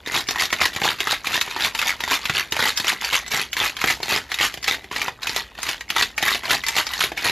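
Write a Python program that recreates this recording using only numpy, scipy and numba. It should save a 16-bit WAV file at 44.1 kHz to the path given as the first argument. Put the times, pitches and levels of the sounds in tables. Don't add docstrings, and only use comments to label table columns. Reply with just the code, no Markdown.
import sys
import numpy as np
from scipy import signal
from scipy.fft import rfft, irfft
from scipy.io import wavfile
from scipy.ndimage import uniform_filter1d
from numba import njit

SR = 44100
rng = np.random.default_rng(int(sys.argv[2]) if len(sys.argv) > 2 else 0)


def persist_wave(psi):
    counts = np.round(np.clip(psi, -1, 1) * 32767).astype(np.int16)
    wavfile.write(sys.argv[1], SR, np.atleast_2d(counts).T)


N = 322371
T = np.arange(N) / SR
CONTROL_T = T[::32]

# frequency in Hz, relative level in dB.
WALL_COLOUR = [(100, -14), (400, -11.5), (570, -11), (900, 0.5), (1500, 1.5), (1870, 7), (2350, 4),
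               (4000, 1.5), (5500, -4.5), (7200, -5.5), (8200, -16.5), (10000, -12.5), (12000, -9.5),
               (13800, -17)]
# frequency in Hz, relative level in dB.
THUD_COLOUR = [(25, -32), (60, -2.5), (120, 2), (250, 1.5), (400, 8), (560, 1), (800, 8.5), (2500, -57)]
# crash start in seconds, crash length in seconds, crash level in dB,
# length of the slide before it in seconds, slide level in dB, relative weight of the liquid in dB.
ARM_STROKES = [(0.148, 0.032, -19.5, 0.071, -30, -13.5), (0.398, 0.031, -18, .11, -34, -19),
               (0.612, 0.046, -20, 0.072, -33.5, -17), (0.842, 0.061, -19.5, 0.11, -32.5, -7.5),
               (1.108, 0.021, -19, 0.12, -31.5, -36), (1.338, 0.032, -19.5, 0.092, -28.5, -15),
               (1.607, 0.06, -21.5, 0.17, -33.5, -18), (1.872, 0.027, -19.5, .12, -31, -34),
               (2.11, 0.036, -17.5, 0.11, -36, -25), (2.357, 0.041, -20.5, 0.14, -33, -18.5),
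               (2.608, 0.084, -19, 0.073, -30, -16), (2.884, 0.011, -14.5, 0.12, -32.5, -35),
               (3.143, 0.014, -16, 0.13, -28, -41), (3.345, 0.071, -23, 0.033, -25, -15.5),
               (3.603, 0.066, -20.5, 0.031, -26, -22.5), (3.875, 0.038, -19, 0.085, -31, -20),
               (4.098, .068, -20, 0.067, -32.5, -9), (4.407, 0.046, -17.5, 0.11, -36.5, -26),
               (4.682, 0.039, -20.5, 0.04, -51, -15), (4.99, 0.083, -31, 0.071, -30.5, -11),
               (5.372, .025, -26, 0.153, -32, -17.5), (5.665, 0.065, -27, 0.088, -37, -20),
               (5.975, 0.047, -19, 0.089, -36.5, -12.5), (6.241, 0.11, -21.5, .058, -33, -25),
               (6.505, 0.042, -18.5, 0.073, -31, -13.5), (6.77, 0.029, -18.5, .1, -31, -27),
               (7.012, 0.028, -18.5, 0.12, -30, -25), (7.25, 0.045, -19.5, 0.078, -30.5, -12.5)]


def undb(db):
    return 10 ** (np.asarray(db) / 20)


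def unit(x):
    return x / np.sqrt(np.mean(x ** 2))


def on_log(points, hz):
    f, value = np.transpose(points)
    return np.interp(np.log(np.maximum(hz, 1)), np.log(f), value)


def colour(x, points, size=2048):
    gain = undb(on_log(points, np.fft.rfftfreq(size, 1 / SR)))
    cepstrum = irfft(np.log(gain))
    cepstrum[1:size // 2] *= 2
    cepstrum[size // 2 + 1:] = 0
    response = irfft(np.exp(rfft(cepstrum)))
    return signal.fftconvolve(x, response)[:len(x)]


def fade(t, t60):
    return np.exp(-np.log(1000) * t / t60)


def loudness(x, seconds):
    mean_square = uniform_filter1d(x ** 2, max(int(seconds * SR), 1))
    return np.sqrt(np.maximum(mean_square, 1e-14))


def add(out, s, x):
    i = int(np.clip(s * SR, 0, N - 1))
    out[i:i + len(x)] += x[:N - i]


@njit
def rings(start, hz, t60, size, glide, length):
    out = np.zeros(length)
    for k in range(len(start)):
        first, n = int(start[k] * SR), int(t60[k] * SR) + 1
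        turn = 2j * np.pi * hz[k] / SR
        pole = np.exp(turn - np.log(1000) / n)
        bend = np.exp(turn * glide / n)
        z = size[k] + 0j
        for i in range(first, min(first + n, length)):
            z *= pole
            pole *= bend
            out[i] += z.imag
    return out


def while_moving(x, response, size=4096):
    out = np.zeros(N)
    window = np.sin(np.pi * np.arange(size) / size)
    for i in range(0, N, size // 2):
        piece = x[i:i + size]
        add(out, i / SR, signal.fftconvolve(piece * window[:len(piece)], response()))
    return out


def background(floor_db=-50.5, hum_db=-59, hum_hz=60):
    # frequency in Hz, relative level in dB per Hz.
    floor_colour = [(22, -34), (33, -4), (46, 12), (75, 6.5), (150, -2), (400, -3.5), (1000, -11),
                    (4000, -38), (14000, -28)]
    rumble = unit(colour(rng.standard_normal(N), floor_colour, size=8192))
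    hum = np.sqrt(2) * np.sin(2 * np.pi * hum_hz * T)
    return undb(floor_db) * rumble + undb(hum_db) * hum


def kitchen(x, wet_db=-9.5, build_s=0.0014):
    # frequency in Hz, t60 in seconds.
    decay_times = [(200, 0.33), (1400, 0.1), (4000, 0.15), (11000, 0.14)]
    t, f = T[:SR // 3], np.fft.rfftfreq(2 * SR, 1 / SR)
    edges = np.array([0, 300, 700, 1500, 3000, 6000, 10000, 20000])
    noise = rfft(rng.standard_normal(2 * SR))
    bands = np.array([irfft(noise * ((f >= lo) & (f < hi))) for lo, hi in zip(edges, edges[1:])])
    t60 = on_log(decay_times, (edges[1:] + edges[:-1]) / 2)
    build_up = 1 - np.exp(-(t / build_s) ** 2)
    decay = fade(t, t60[:, None]) * build_up

    def echoes():
        i = rng.integers(SR)
        tail = np.sum(bands[:, i:i + len(t)] * decay, axis=0)
        return tail / np.linalg.norm(tail)
    return undb(wet_db) * while_moving(x, echoes)


def tin(detune=0.033):
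    # frequency in Hz before detuning, relative level in dB, t60 in seconds.
    wall_modes = [(399.6, -10, 0.1), (928, -2, 0.04), (1247, 2.5, 0.0067), (1750, -51, 0.032),
                  (1978, 1.5, 0.046), (2430, -2.5, 0.056), (2785, -6, 0.0061), (3630, 4.5, 0.038),
                  (4575, 0, 0.06)]
    t = T[:SR // 8]
    shifts = rng.standard_normal(len(wall_modes))
    phases = rng.uniform(0, 2 * np.pi, len(wall_modes))
    response = np.zeros(len(t))
    for (hz, db, t60), shift, phase in zip(wall_modes, shifts, phases):
        tone = np.sin(2 * np.pi * hz * (1 + detune * shift) * t + phase)
        response += undb(db) * tone * fade(t, t60)
    return response


def wide_hiss(hits, mass, side_db=-2, side_hz=4800):
    treble = signal.ellip(8, .5, 80, side_hz, "high", fs=SR, output="sos")
    edge, rattle = (loudness(signal.sosfilt(treble, x), 0.029) for x in (hits, mass))
    hiss = unit(signal.sosfilt(treble, colour(rng.standard_normal(N), WALL_COLOUR)))
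    clearness = edge ** 2 / (edge ** 2 + (3 * rattle) ** 2)
    return undb(side_db) * hiss * edge * clearness


def bubbles(count=700, middle_hz=1500, octaves=0.565, cycles=16, spread_db=4):
    hz = np.clip(middle_hz * 2 ** (octaves * rng.standard_normal(count)), 700, 8000)
    size = undb(spread_db * np.minimum(rng.exponential(size=count), 3))
    start = rng.uniform(0, N / SR, count)
    return unit(rings(start, hz, cycles / hz, size, 0.044, N))


def tumble(count=8000, order=5, spread_db=4.5, ice_t60=0.0098, damping=0.43, even_s=0.016,
           slush_db=-6, slush_s=0.0066, tick_db=-5):
    when = np.sort(rng.uniform(0, N / SR, count))
    size = undb(spread_db * np.minimum(rng.exponential(size=count), 4))
    hz = rng.uniform(400, 14500, (count, order))
    t60 = ice_t60 * (3000 / hz) ** damping
    sizes = size[:, None] * rng.standard_normal(hz.shape) / np.sqrt(t60)
    fragments = rings(np.repeat(when, order), hz.ravel(), t60.ravel(), sizes.ravel(), 0., N)
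    pushes = np.bincount((when * SR).astype(int), size * rng.choice([-1, 1], count), N)
    slush = loudness(pushes, slush_s) * rng.standard_normal(N)
    contacts = unit(fragments) + undb(tick_db) * unit(pushes) + undb(slush_db) * unit(slush)
    ice = colour(contacts, WALL_COLOUR)
    thud = colour(pushes * np.abs(pushes), THUD_COLOUR)
    return ice / loudness(ice, even_s), thud / loudness(thud, 2 * even_s)


def swell(start, length, rise_db_per_s, fall_db_per_s):
    before = np.maximum(start - CONTROL_T, 0)
    after = np.maximum(CONTROL_T - start - length, 0)
    return undb(-rise_db_per_s * before - fall_db_per_s * after)


def agitation(rest_db=-53.5, slip_rate=1800, gather_rate=604, settle_rate=401,
              trickle_db=-15, trickle_rate=120):
    power = undb(rest_db) ** 2
    for s, length, crash_db, slide_s, slide_db, _ in ARM_STROKES:
        slide = undb(slide_db) * swell(s - slide_s, slide_s, slip_rate, settle_rate)
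        crash = undb(crash_db) * swell(s, length, gather_rate, settle_rate)
        trickle = undb(crash_db + trickle_db) * swell(s, length, slip_rate, trickle_rate)
        power = power + slide ** 2 + crash ** 2 + trickle ** 2
    return 10 * np.log10(power)


def load(ice_db=-1, thud_db=-1, bubble_db=-12, slosh_db=-54, harden=0.096, crisp_hz=6000, rattle_db=-19):
    level_db = np.interp(T, CONTROL_T, agitation())
    weight_db = np.interp(T, [row[0] for row in ARM_STROKES], [row[-1] for row in ARM_STROKES])
    ice, thud = tumble()
    high_pass = signal.butter(2, crisp_hz, "high", fs=SR, output="sos")
    crisp = signal.sosfiltfilt(high_pass, ice)
    ice = ice + crisp * (undb(harden * (level_db - rattle_db)) - 1)
    mixture = undb(ice_db) * ice + undb(weight_db + thud_db) * thud + undb(bubble_db) * bubbles()
    slosh = bubbles(count=170, cycles=14, spread_db=6.5)
    return undb(level_db) * mixture + undb(slosh_db) * slosh


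def clacks(order=9, crack_t60=0.045, snap_db=3, snap_t60=0.0045, crumb_t60=0.06, crumb_db=-17,
           ring_t60=0.024, octaves=.18, ring_db=-1, thud_t60=0.017, thud_db=-2.0, gain_db=1.5,
           crush_s=.0009, bright_db=1.12, scatter_db=1):
    # start in seconds, peak level in dB before gain_db,
    # centre of the ring pitches in Hz, relative thud level in dB before thud_db.
    cube_strikes = [(0.061, -27.5, 3800, -15), (0.073, -23.5, 1990, 4), (0.207, -23.5, 4600, -23),
                    (0.269, -32.5, 2720, -23), (0.287, -17, 4490, -9.5), (0.308, -17.5, 5030, -6),
                    (0.358, -20, 950, -12), (0.454, -20.5, 4640, -22), (0.503, -25, 2320, -20),
                    (0.527, -12.5, 1920, -11.5), (0.613, -12, 2054, -8), (0.654, -12, 2400, -25),
                    (0.762, -20.5, 2050, -3), (0.817, -18, 1870, 2), (0.845, -17, 1080, -6.5),
                    (1.004, -14.5, 2600, -10), (1.071, -15.5, 1270, -10.5), (1.27, -16.5, 2180, -8.5),
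                    (1.308, -26, 2050, -10), (1.412, -12.5, 3220, -31), (1.476, -27, 980, -7),
                    (1.51, -24.5, 2340, -24), (1.563, -21.5, 1020, -6), (1.646, -14, 2200, -10.5),
                    (1.749, -18.5, 2450, -21), (1.79, -17, 2720, -33), (1.815, -18, 1910, -25),
                    (1.826, -16.5, 1730, -34), (2.005, -20.5, 2550, -13), (2.037, -17.5, 2020, -6.5),
                    (2.077, -21.5, 1020, -8), (2.254, -17.5, 3110, -19), (2.296, -14, 1450, -6),
                    (2.522, -16, 3210, -9.5), (2.565, -17.5, 2590, 0), (2.592, -16.5, 1140, -4),
                    (2.774, -16, 5450, -20), (2.799, -19, 4460, -7), (2.844, -19.5, 2380, -6.5),
                    (2.927, -23, 1050, -2.5), (3.012, -29, 5800, -8), (3.046, -18, 5380, -29),
                    (3.129, -18.5, 3400, -13), (3.263, -31, 2310, -20), (3.279, -28.5, 7300, -10),
                    (3.316, -21.5, 7100, -10), (3.337, -20, 2420, 0.5), (3.53, -18, 3470, -39),
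                    (3.567, -16, 1920, -13), (3.696, -26.5, 2340, -13), (3.767, -25, 3140, -30),
                    (3.815, -16.5, 2550, -33), (3.84, -12, 1470, -1.5), (3.901, -16, 1970, -5),
                    (4.002, -28, 910, 9), (4.03, -19.5, 4250, -7.5), (4.174, -18.5, 2080, -17),
                    (4.317, -18.5, 2120, -14), (4.342, -19.5, 3510, -31), (4.387, -19, 1920, -30),
                    (4.407, -20.5, 1780, 6), (4.438, -21, 1880, -2), (4.54, -25.5, 3260, -5),
                    (4.574, -28.5, 2620, 1.5), (4.628, -29, 5100, -19), (4.642, -21, 4630, -37),
                    (4.679, -13, 1970, -11.5), (4.744, -22, 1880, -19), (4.842, -34, 2170, -1),
                    (4.913, -23.5, 940, -2), (4.962, -18, 1680, -27), (5.016, -17.5, 2470, -25),
                    (5.081, -20, 963, -29), (5.231, -23, 4200, -26), (5.27, -19, 3120, -27),
                    (5.294, -19.5, 4480, -5), (5.362, -16, 3870, -3), (5.551, -39.5, 2100, -15),
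                    (5.587, -29, 1490, 2), (5.63, -20, 7220, -19), (5.689, -17.5, 2830, -12),
                    (5.808, -25.5, 2150, -28), (5.902, -15.5, 2675, -20), (5.963, -14, 1180, -13),
                    (6.025, -12.5, 3440, -27), (6.179, -16.5, 2144, -37), (6.226, -15, 3290, -4),
                    (6.28, -13.5, 2050, -36), (6.347, -20, 2110, -2), (6.454, -22.5, 3950, -5),
                    (6.507, -12.5, 1780, -34), (6.637, -23.5, 2230, -22), (6.665, -21, 5050, -23),
                    (6.684, -15.5, 6480, -37), (6.765, -16, 3760, -4), (6.782, -15.5, 2880, -13),
                    (6.867, -21.5, 5000, -16), (6.935, -22, 3200, -14), (7.008, -13.5, 2560, -33),
                    (7.038, -17, 3850, -3), (7.118, -24, 880, 0.5), (7.175, -21, 2060, -29)]
    out, t = np.zeros(N), T[:SR // 10]

    def peak(x):
        return x / loudness(x, .002).max()

    contact = 1 - np.exp(-(t / crush_s) ** 2)
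    snap = undb(snap_db) * fade(t, snap_t60)
    crumbs = undb(crumb_db) * fade(t, crumb_t60)
    breaking = contact * (snap + fade(t, crack_t60) + crumbs)
    for s, db, hz, weight_db in cube_strikes:
        crunch, push = rng.standard_normal((2, len(t)))
        detune, size = rng.standard_normal((2, order))
        modes = np.clip(hz * 2 ** (octaves * detune), 300, 13000)
        starts = rng.uniform(0, crush_s, order)
        cube = rings(starts, modes, np.full(order, ring_t60), size, 0., len(t))
        tilt = bright_db * np.log2(hz / 2600) + scatter_db * rng.standard_normal()
        crack = colour(crunch * breaking, [(f, d + tilt * np.log2(f)) for f, d in WALL_COLOUR])
        thud = colour(push * contact * fade(t, thud_t60), THUD_COLOUR)
        ring = undb(ring_db) * peak(cube * contact)
        blow = peak(crack) + ring + undb(weight_db + thud_db) * peak(thud)
        add(out, s - crush_s / 2, undb(db + gain_db) * peak(blow))
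    return out


def scene(tin_db=-44):
    hits, mass = clacks(), load()
    direct = hits + mass
    shaker = direct + undb(tin_db) * while_moving(direct, tin)
    centre = shaker + kitchen(shaker) + background()
    opposite = np.array([[1], [-1]])
    return centre + opposite * wide_hiss(hits, mass)


def record(dry, ceiling=0.63, shelf_hz=13950, leak_db=-22, top_hz=15700):
    dry = signal.sosfilt(signal.butter(3, 30, "high", fs=SR, output="sos"), dry)
    dry = ceiling * np.tanh(dry / ceiling)
    below_shelf = signal.ellip(8, .2, 70, shelf_hz, fs=SR, output="sos")
    dry = signal.sosfilt(below_shelf, dry) + undb(leak_db) * dry
    return signal.sosfilt(signal.ellip(10, .2, 70, top_hz, fs=SR, output="sos"), dry)


dry = scene()
out = record(dry)
persist_wave(out)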